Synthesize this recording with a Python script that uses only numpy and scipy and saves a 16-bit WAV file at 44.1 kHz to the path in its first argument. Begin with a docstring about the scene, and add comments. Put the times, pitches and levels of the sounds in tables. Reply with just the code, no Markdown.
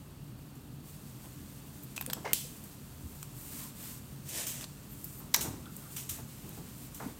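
"""Swapping felt-tip markers

At a desk in a quiet, humming room, close to one microphone, a cap ticks against its barrel, rubs home
and snaps shut. A sleeve rustles, the next marker scrapes out of the pile and its cap comes off with a
clack; plastic slides in short strokes and the hand settles on the paper. Impacts excite damped modes
of the plastic, sliding friction makes noise from many tiny slips, and the walls add a short echo."""
import sys
import numpy as np
from scipy import signal
from scipy.fft import rfft, irfft, next_fast_len
from scipy.io import wavfile
from scipy.ndimage import uniform_filter1d

SR = 44100
rng = np.random.default_rng(int(sys.argv[2]) if len(sys.argv) > 2 else 0)


def unload_audio(sound):
    """Save the sound as a 16-bit wav file, at the path given as the first command line argument."""
    columns = np.transpose(np.atleast_2d(sound))
    # keep every value between -1 and 1, then stretch to whole-number steps
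    steps = np.round(np.clip(columns, -1, 1) * 32767)
    wavfile.write(sys.argv[1], SR, steps.astype(np.int16))


N = 317449
TIME = np.arange(N) / SR


def undb(db):
    """Amplitude ratio of a level in decibels."""
    return 10 ** (np.asarray(db) / 20)


def unit(x):
    """Normalisation to rms 1."""
    return x / np.sqrt(np.mean(x ** 2) + 1e-20)


def unit_energy(x):
    """Normalisation to energy 1."""
    return x / np.sqrt(np.sum(x ** 2) + 1e-20)


def at_level(x, db):
    """Equivalent level: x gets the energy of 5 ms of sound at an rms level of db."""
    return undb(db) * unit_energy(x) * np.sqrt(SR / 200)


def fade(t, t60):
    """Exponential decay, by 60 dB in t60 seconds."""
    return np.exp(-np.log(1000) * t / max(t60, 1e-4))


def add(out, start, x):
    """Superposition of x on out from start seconds."""
    i = int(start * SR)
    out[i:i + len(x)] += x[:N - i]


def colour(x, points, tilt_db=0):
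    """Minimum-phase filter through (f/Hz, gain/dB) points, tilted by tilt_db an octave."""
    size = 2 * next_fast_len(len(x) // 2 + 1024)
    hz, db = np.transpose(points)
    octave = np.log2(np.maximum(np.arange(size // 2 + 1) * SR / size, 1))
    gain_db = np.interp(octave, np.log2(hz), db)
    gain_db += tilt_db * np.clip(octave, np.log2(hz[0]), np.log2(hz[-1]))
    cepstrum = irfft(gain_db * np.log(10) / 20)
    cepstrum[1:size // 2] *= 2  # folding the cepstrum makes the filter causal
    cepstrum[size // 2 + 1:] = 0
    return irfft(rfft(x, size) * np.exp(rfft(cepstrum)))[:len(x)]


def wander(rate):
    """Random modulation of rms 1, interpolated between rate values a second."""
    hold = int(SR / rate)
    steps = np.repeat(rng.standard_normal(N // hold + 1), hold)
    return unit(uniform_filter1d(steps, hold)[:N])


def friction(n, rate, spread_db):
    """Sliding friction as shot noise: on average rate slips a second, of uneven size."""
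    slips = rng.random(n) < rate / SR
    return unit(slips * rng.standard_normal(n) * undb(spread_db * np.minimum(rng.exponential(size=n), 4)))


def slides(events, spectrum, rate, spread_db):
    """Friction noise follows sliding speed, which rises linearly and dies away exponentially."""
    out, t = np.zeros(N), TIME[:SR // 2]
    for start, db, rise, t60, tilt_db in events:
        speed = np.minimum(t / rise, 1) * fade(np.maximum(t - rise, 0), t60)
        noise = unit(colour(friction(len(t), rate, spread_db), spectrum, tilt_db))
        add(out, start, undb(db) * speed * noise)
    return out


def impacts(events, spectrum, modes, ring_db, rattle_db):
    """Impact sound: an impulse, a quick rattle on hand and desk, and free decay of the plastic's modes."""
    out, t = np.zeros(N), TIME[:SR // 10]
    ring = unit_energy(sum(undb(db) * np.exp(-np.pi * width * t) * np.sin(2 * np.pi * hz * t)
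                           for hz, width, db in modes))
    for start, db, tilt_db, t60 in events:
        force = undb(rattle_db) * unit_energy(rng.standard_normal(len(t)) * fade(t, t60))
        force[0] += 1
        sound = colour(force + undb(ring_db) * ring, spectrum, tilt_db)
        add(out, start, at_level(sound, db))
    return out


def room_tone():
    """Stationary background: broadband air noise, with narrow noise bands heard as hum and faint whine."""
    # air spectrum: f/Hz, gain/dB
    spectrum = [(15, -35), (25, -33), (43, -8), (97, -10), (134, -4), (170, -6), (439, -19.5), (489, -22),
                (796, -25.5), (1070, -26), (1190, -27), (2280, -36), (2610, -32.5), (4490, -35.5),
                (16000, -51.5)]
    # hum and whine lines: f/Hz, bandwidth/Hz, level/dB
    hum_lines = [(48.4, 8.2, -68), (83.5, 8, -62.5), (128.1, 10, -57), (146.5, 3, -57.5), (207.2, 10, -62),
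                 (244.2, 4, -62.5), (289.3, 10, -62.5), (2720, 120, -79.5), (4490, 60, -78)]
    air = undb(-51) * unit(colour(rng.standard_normal(N), spectrum))
    for hz, width, db in hum_lines:
        phase = 2 * np.pi * hz * TIME
        air += undb(db) * unit(wander(2 * width) * np.sin(phase) + wander(2 * width) * np.cos(phase))
    return air


def reverberation(x, wet_db, t60, build_s):
    """The diffuse field of a small furnished room builds up, then decays exponentially."""
    # spectrum of the reflections: f/Hz, gain/dB
    spectrum = [(200, 0), (1200, -1), (3000, 0), (8000, 2), (15000, -7.5)]
    t = TIME[:SR]
    build_up = 1 - np.exp(-(t / build_s) ** 2)
    tail = colour(rng.standard_normal(SR), spectrum) * fade(t, t60) * build_up
    return undb(wet_db) * signal.fftconvolve(x, unit_energy(tail))[:N]


def desk_thuds():
    """Structure-borne sound: the desk passes mainly the low frequencies of soft contacts."""
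    # thuds: t/s, level/dB, rise/s, T60/s, tilt/(dB/octave)
    thuds = [(3.02, -45, 0.024, 0.68, -5.5), (5.38, -42.5, 0.0092, 0.46, 1.5),
             (5.46, -42, 0.028, 0.95, 2.5), (6.09, -48, 0.016, 0.83, -0.5),
             (7.058, -35, 0.0036, 0.096, 2.5)]
    # desk response: f/Hz, gain/dB
    spectrum = [(35, -16), (80, 3.5), (130, -4), (250, -5), (400, -16.5), (1000, -37), (4000, -70)]
    return slides(thuds, spectrum, rate=3000, spread_db=2.5)


def hiss_and_rustle():
    """Incoherent sources add in power: steady microphone hiss and a sleeve's fibres brushing paper."""
    # sweeps of the sleeve: middle t/s, duration/s, level/dB, brightness/dB
    sweeps = [(0.9, 0.18, -56, 15), (1.266, 0.16, -56, 11), (1.523, 0.2, -59.5, 1), (1.75, 0.32, -59, 7),
              (2.57, 0.45, -56.5, 4), (3.14, 0.44, -55, 9), (3.446, 0.25, -46.5, 9), (3.58, 0.28, -43, 4.5),
              (3.868, 0.29, -45, 4), (5.09, 0.43, -50.5, 12), (5.8, 0.23, -52.5, 6), (5.93, 0.14, -48.5, 6),
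              (6.18, 0.15, -49.5, 3), (6.5, 0.86, -55, 1), (6.81, 0.17, -50.5, 5), (7.023, 0.34, -55, 0.5)]
    # noise spectrum: f/Hz, gain/dB
    spectrum = [(400, -14.5), (700, -10.5), (1100, -5), (1600, -6.5), (2700, -6), (5500, -7), (8300, -3.5),
                (11000, -8), (13700, -2.5), (16000, -9)]
    microphone_hiss = (np.ones(N), -61, 9.5)  # envelope, level/dB, brightness/dB
    light_rustle = (np.clip((TIME - 0.83) / .04, 0, 1), -57.5, 1.5)  # the sleeve starts at 0.83 s
    layers = [microphone_hiss, light_rustle]
    for middle, length, db, bright_db in sweeps:
        speed = np.cos(np.pi * np.clip((TIME - middle) / length, -.5, .5))
        layers.append((speed, db, bright_db))
    treble_gain = np.sqrt(sum((envelope * undb(db)) ** 2 for envelope, db, _ in layers))
    body_gain = np.sqrt(sum((envelope * undb(db - bright_db)) ** 2 for envelope, db, bright_db in layers))
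    noise = unit(colour(friction(N, rate=18000, spread_db=0), spectrum))
    body = signal.sosfiltfilt(signal.butter(3, 7000, fs=SR, output="sos"), noise)
    flutter = undb(.7 * wander(35))
    return flutter * (treble_gain * (noise - body) + body_gain * body)


def hand_rubs():
    """Friction of hand and marker gives dull noise, weak in the treble."""
    # rubs: t/s, level/dB, rise/s, T60/s, tilt/(dB/octave)
    rubs = [(1.22, -55.5, 0.026, .2, 1.5), (2.074, -49, .01, 0.8, -3.5), (2.165, -43.5, 0.003, 0.22, -2.5),
            (5.19, -53, 0.017, 0.58, 0), (5.362, -44, .005, 0.82, 0.5), (5.435, -41, 0.018, 0.29, 0.5),
            (6.18, -47, 0.01, 0.22, -1.5), (6.42, -47.5, 0.032, 0.5, -6), (6.571, -43, 0.0047, 0.31, -5),
            (7.001, -39.5, 0.0013, 0.37, -0.5), (7.025, -46.5, 0.015, 0.43, -1)]
    # rubbing spectrum: f/Hz, gain/dB
    spectrum = [(50, -36), (150, 2), (330, 4), (550, -2), (950, -1), (1400, -8), (2100, -13.5), (3200, -25),
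                (7000, -29), (15000, -53)]
    return slides(rubs, spectrum, rate=12000, spread_db=0.3)


def squeaks():
    """Friction tones of fingers and a twisted cap glide, waver and break up as the grip changes."""
    # glides: t/s, duration/s, start f/Hz, end f/Hz, level/dB, relative frequency waver
    glides = [(3.564, 0.156, 1080, 994, -64, 0.07), (4.84, .09, 12400, 14000, -68, .012),
              (4.878, 0.079, 11800, 14800, -57, .012), (4.95, 0.25, 7350, 7300, -73, 0.03),
              (5.155, .06, 14700, 12600, -56, .012), (5.16, 0.068, 13300, 11700, -62, .012),
              (5.627, 0.123, 1400, 1346, -61.5, 0.073), (5.776, 0.16, 1380, 1300, -64.5, 0.1)]
    out = np.zeros(N)
    for start, length, start_hz, end_hz, db, waver in glides:
        n = int(length * SR)
        hz = np.linspace(start_hz, end_hz, n) * (1 + waver * wander(710)[:n])
        grip = undb(4.5 * wander(60)[:n])
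        tone = np.sin(2 * np.pi * np.cumsum(hz) / SR)
        add(out, start, undb(db) * unit(np.hanning(n) * grip * tone))
    return out


def plastic_strokes():
    """Sliding friction of plastic gives short bursts of bright noise."""
    # strokes: t/s, level/dB, rise/s, T60/s, tilt/(dB/octave)
    strokes = [(.55, -56.5, .004, .1, 3), (1.82, -47, 0.017, 0.089, 16), (1.961, -37, 0.0029, 0.061, -.5),
               (2.563, -54, .003, 0.091, 3), (2.638, -48, .001, 0.079, 11), (4.286, -42, 0.002, 0.23, 1.5),
               (4.4665, -34.5, .001, 0.37, 2), (5.409, -32.3, .001, 0.25, 2.5),
               (5.962, -37.5, 0.0033, 0.37, 1.5), (6.089, -35, 0.0063, 0.26, 2.5),
               (6.945, -45.5, .001, 0.27, 4.5)]
    # sliding plastic: f/Hz, gain/dB
    spectrum = [(530, -20), (1100, -4), (1800, -8.5), (2900, -1.5), (3500, -4), (4700, -8), (6000, -1.5),
                (7900, -0.5), (9100, -2), (11500, -7), (14300, 0.5), (16000, -21)]
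    return slides(strokes, spectrum, rate=12000, spread_db=-1.5)


def pile_scrape():
    """Uneven friction of a barrel on its neighbours: one pull, then a light drag until it comes free."""
    # barrel on barrel: f/Hz, gain/dB
    spectrum = [(210, -26), (350, -3), (373, -10), (467, -5), (674, -3.5), (754, -11), (844, -10),
                (1340, -12.5), (1820, -6.5), (3450, -6), (4380, -8.5), (7190, -1), (13900, -8.5),
                (14800, -2), (16000, -56)]
    start_s, fastest_s, free_s = 4.255, 4.386, 4.646
    peak_db, drag_db, rise_db_per_s, fall_db_per_s = -34, -47, 158, 147
    since = TIME - fastest_s
    pull_db = peak_db + np.minimum(rise_db_per_s * since, -fall_db_per_s * since)
    level_db = np.where(since > 0, np.maximum(pull_db, drag_db), pull_db)
    touching = (TIME > start_s) * fade(np.maximum(TIME - free_s, 0), t60=.04)
    catching_db = 0.74 * wander(70)
    noise = unit(colour(friction(N, rate=17000, spread_db=1), spectrum))
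    return touching * undb(level_db + catching_db) * noise


def marker_knocks():
    """Heavy damping: the hand stops the marker's hollow lowest mode after a short ring."""
    # knocks: t/s, level/dB, f/Hz, T60/s
    knocks = [(2.075, -44, 510, 0.076), (2.2458, -33.5, 723, 0.027), (2.253, -36, 456, 0.03),
              (2.2604, -29, 920, 0.018), (2.265, -34.5, 535, 0.036), (2.3326, -25, 330, 0.011),
              (2.448, -48.5, 496, 0.063), (5.364, -54, 950, 0.012)]
    out, t = np.zeros(N), TIME[:SR // 10]
    for start, db, hz, t60 in knocks:
        onset = 1 - np.exp(-t * hz)  # a soft contact lasts about one cycle
        add(out, start, 2 * undb(db) * onset * fade(t, t60) * np.sin(2 * np.pi * hz * t))
    return out


def plastic_ticks():
    """Light impacts rattle and excite one damped resonance, which depends on the point of contact."""
    # ticks: t/s, level/dB, tilt/(dB/octave), rattle T60/s, ring f/Hz, relative ring level/dB
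    ticks = [(1.258, -57, -1, .015, 3000, -2), (1.9784, -34, -2, 0.011, 2450, 4),
             (2.011, -32.5, -1.5, 0.025, 13300, 3), (2.0242, -43, -0.5, 0.014, 3400, -21),
             (2.0632, -35.5, 2, 0.0097, 9600, 1), (2.1, -35.5, -1, 0.017, 3530, -8),
             (2.109, -44.5, -2, .014, 7800, -6), (2.13, -44, 9, .012, 3400, 2),
             (2.1331, -27.5, 2, 0.015, 3360, -17), (3.229, -39.5, 1, .012, 7850, -7),
             (4.611, -42.5, -1.5, .012, 7500, -5), (4.629, -45, -7, .012, 2600, -6),
             (4.642, -40.5, -2.5, 0.015, 4600, 3), (5.043, -35.5, 7.5, 0.043, 12600, -6),
             (5.657, -53, -2, .035, 3380, 24), (5.766, -40.5, 14, 0.018, 7400, -11),
             (6.4926, -46, 4, .006, 12000, 1)]
    # plastic on plastic: f/Hz, gain/dB
    spectrum = [(200, -8), (700, -5), (1400, -0.5), (2700, -3.5), (3500, -2.5), (6200, -7.5), (8000, -2),
                (11000, -9.5), (14000, 2.5), (16000, -11)]
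    out, t = np.zeros(N), TIME[:SR // 20]
    for start, db, tilt_db, t60, hz, ring_db in ticks:
        force = unit_energy(rng.standard_normal(len(t)) * fade(t, t60))
        force[0] += .6
        crack = colour(force, spectrum, tilt_db)
        ring = signal.lfilter(*signal.iirpeak(hz, Q=6, fs=SR), crack)
        sound = unit_energy(crack) + undb(ring_db) * unit_energy(ring)
        add(out, start, at_level(sound, db))
    return out


def cap_seating():
    """Cavity resonance: the hollow cap colours the friction noise as it rubs down the barrel."""
    # pushes: t/s, level/dB, rise/s, T60/s, tilt/(dB/octave)
    pushes = [(2.247, -38.5, 0.0059, 0.24, 1), (2.275, -40.5, 0.0026, 0.2, 0.5),
              (2.305, -42.5, 0.0038, 0.12, -1)]
    # cavity response: f/Hz, gain/dB
    spectrum = [(100, -22), (250, -5), (550, -2.5), (930, -9), (1400, -9), (1950, -9), (2120, -1.5),
                (2400, -16), (2850, -13), (3400, -22), (5500, -21.5), (14000, -40)]
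    return slides(pushes, spectrum, rate=12000, spread_db=-1)


def barrel_clacks():
    """Hard impacts excite the barrel's normal modes as the cap comes off."""
    # clacks: t/s, level/dB, tilt/(dB/octave), rattle T60/s
    clacks = [(5.3442, -17.5, 0, 0.022), (5.3485, -27, -1.5, 0.04), (5.3555, -40, 7, .06),
              (5.3695, -46, -1, 0.099)]
    # clack spectrum: f/Hz, gain/dB
    spectrum = [(120, -32), (400, -20), (1000, 0), (1400, -5), (2300, 2), (2800, -9), (4000, 1.5),
                (4600, -7), (6000, 6), (7800, -4.5), (10700, -6), (14100, 1), (16000, -18)]
    # barrel modes: f/Hz, bandwidth/Hz, relative level/dB
    modes = [(1040, 54, 6.5), (2230, 220, -13), (3930, 330, -14), (5200, 300, -2), (6000, 220, 3),
             (6200, 140, 12.5), (6350, 190, -6), (13100, 300, -6), (13900, 350, -1)]
    return impacts(clacks, spectrum, modes, ring_db=-2, rattle_db=7)


def cap_snaps(ring_db, rattle_db):
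    """Impulse excitation: the cap jumps over its ridge and rings in its normal modes."""
    # snaps: t/s, level/dB, tilt/(dB/octave), rattle T60/s
    snaps = [(2.3326, -21, 2.7, 0.0036), (2.3334, -40, 4.5, 0.023), (2.3346, -23.5, 3, 0.014),
             (2.344, -37, 10, 0.027), (5.3403, -25.5, 0, 0.02), (5.3626, -28, 8, .008)]
    # snap spectrum: f/Hz, gain/dB
    spectrum = [(200, -11), (600, -15), (1300, -18), (2300, -6), (3300, -1.5), (5000, -7), (7500, -3.5),
                (10500, -6.5), (13500, -1.5), (15500, -2), (17000, -29)]
    # cap modes: f/Hz, bandwidth/Hz, relative level/dB
    modes = [(3170, 170, 1), (4480, 130, 4), (7550, 140, -21), (7640, 99, -5), (8100, 160, -22),
             (10000, 120, 4), (12100, 400, -16), (13930, 270, 11.5)]
    return impacts(snaps, spectrum, modes, ring_db, rattle_db)


def cap_reflections(directions=3):
    """Directivity: the cap radiates a different crack each way; the walls blend them into one tail."""
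    cracks = (cap_snaps(ring_db=-13, rattle_db=1.5) for _ in range(directions))
    tails = (reverberation(crack, wet_db=-6.5, t60=0.52, build_s=.004) for crack in cracks)
    return sum(tails) / np.sqrt(directions)


def scene():
    """Superposition of direct sound, reflections and room tone, alike in both channels."""
    snaps = cap_snaps(ring_db=0, rattle_db=8)
    taps = barrel_clacks() + plastic_ticks() + marker_knocks()
    rubs = plastic_strokes() + pile_scrape() + hiss_and_rustle() + squeaks() + hand_rubs() + cap_seating()
    thuds = desk_thuds()
    # the hand shields taps and rubs, so less of them reaches the walls
    reflections = cap_reflections() + reverberation(taps + rubs, wet_db=-12.5, t60=0.42, build_s=0.0032)
    mono = snaps + taps + rubs + thuds + reflections + room_tone()
    return np.array([mono, mono])


def record(dry):
    """Band limiting: the recorder's steep low-pass filter cuts the treble above 16 kHz."""
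    return signal.sosfilt(signal.ellip(10, .2, 70, 16000, fs=SR, output="sos"), dry)


dry = scene()
out = record(dry)
unload_audio(out)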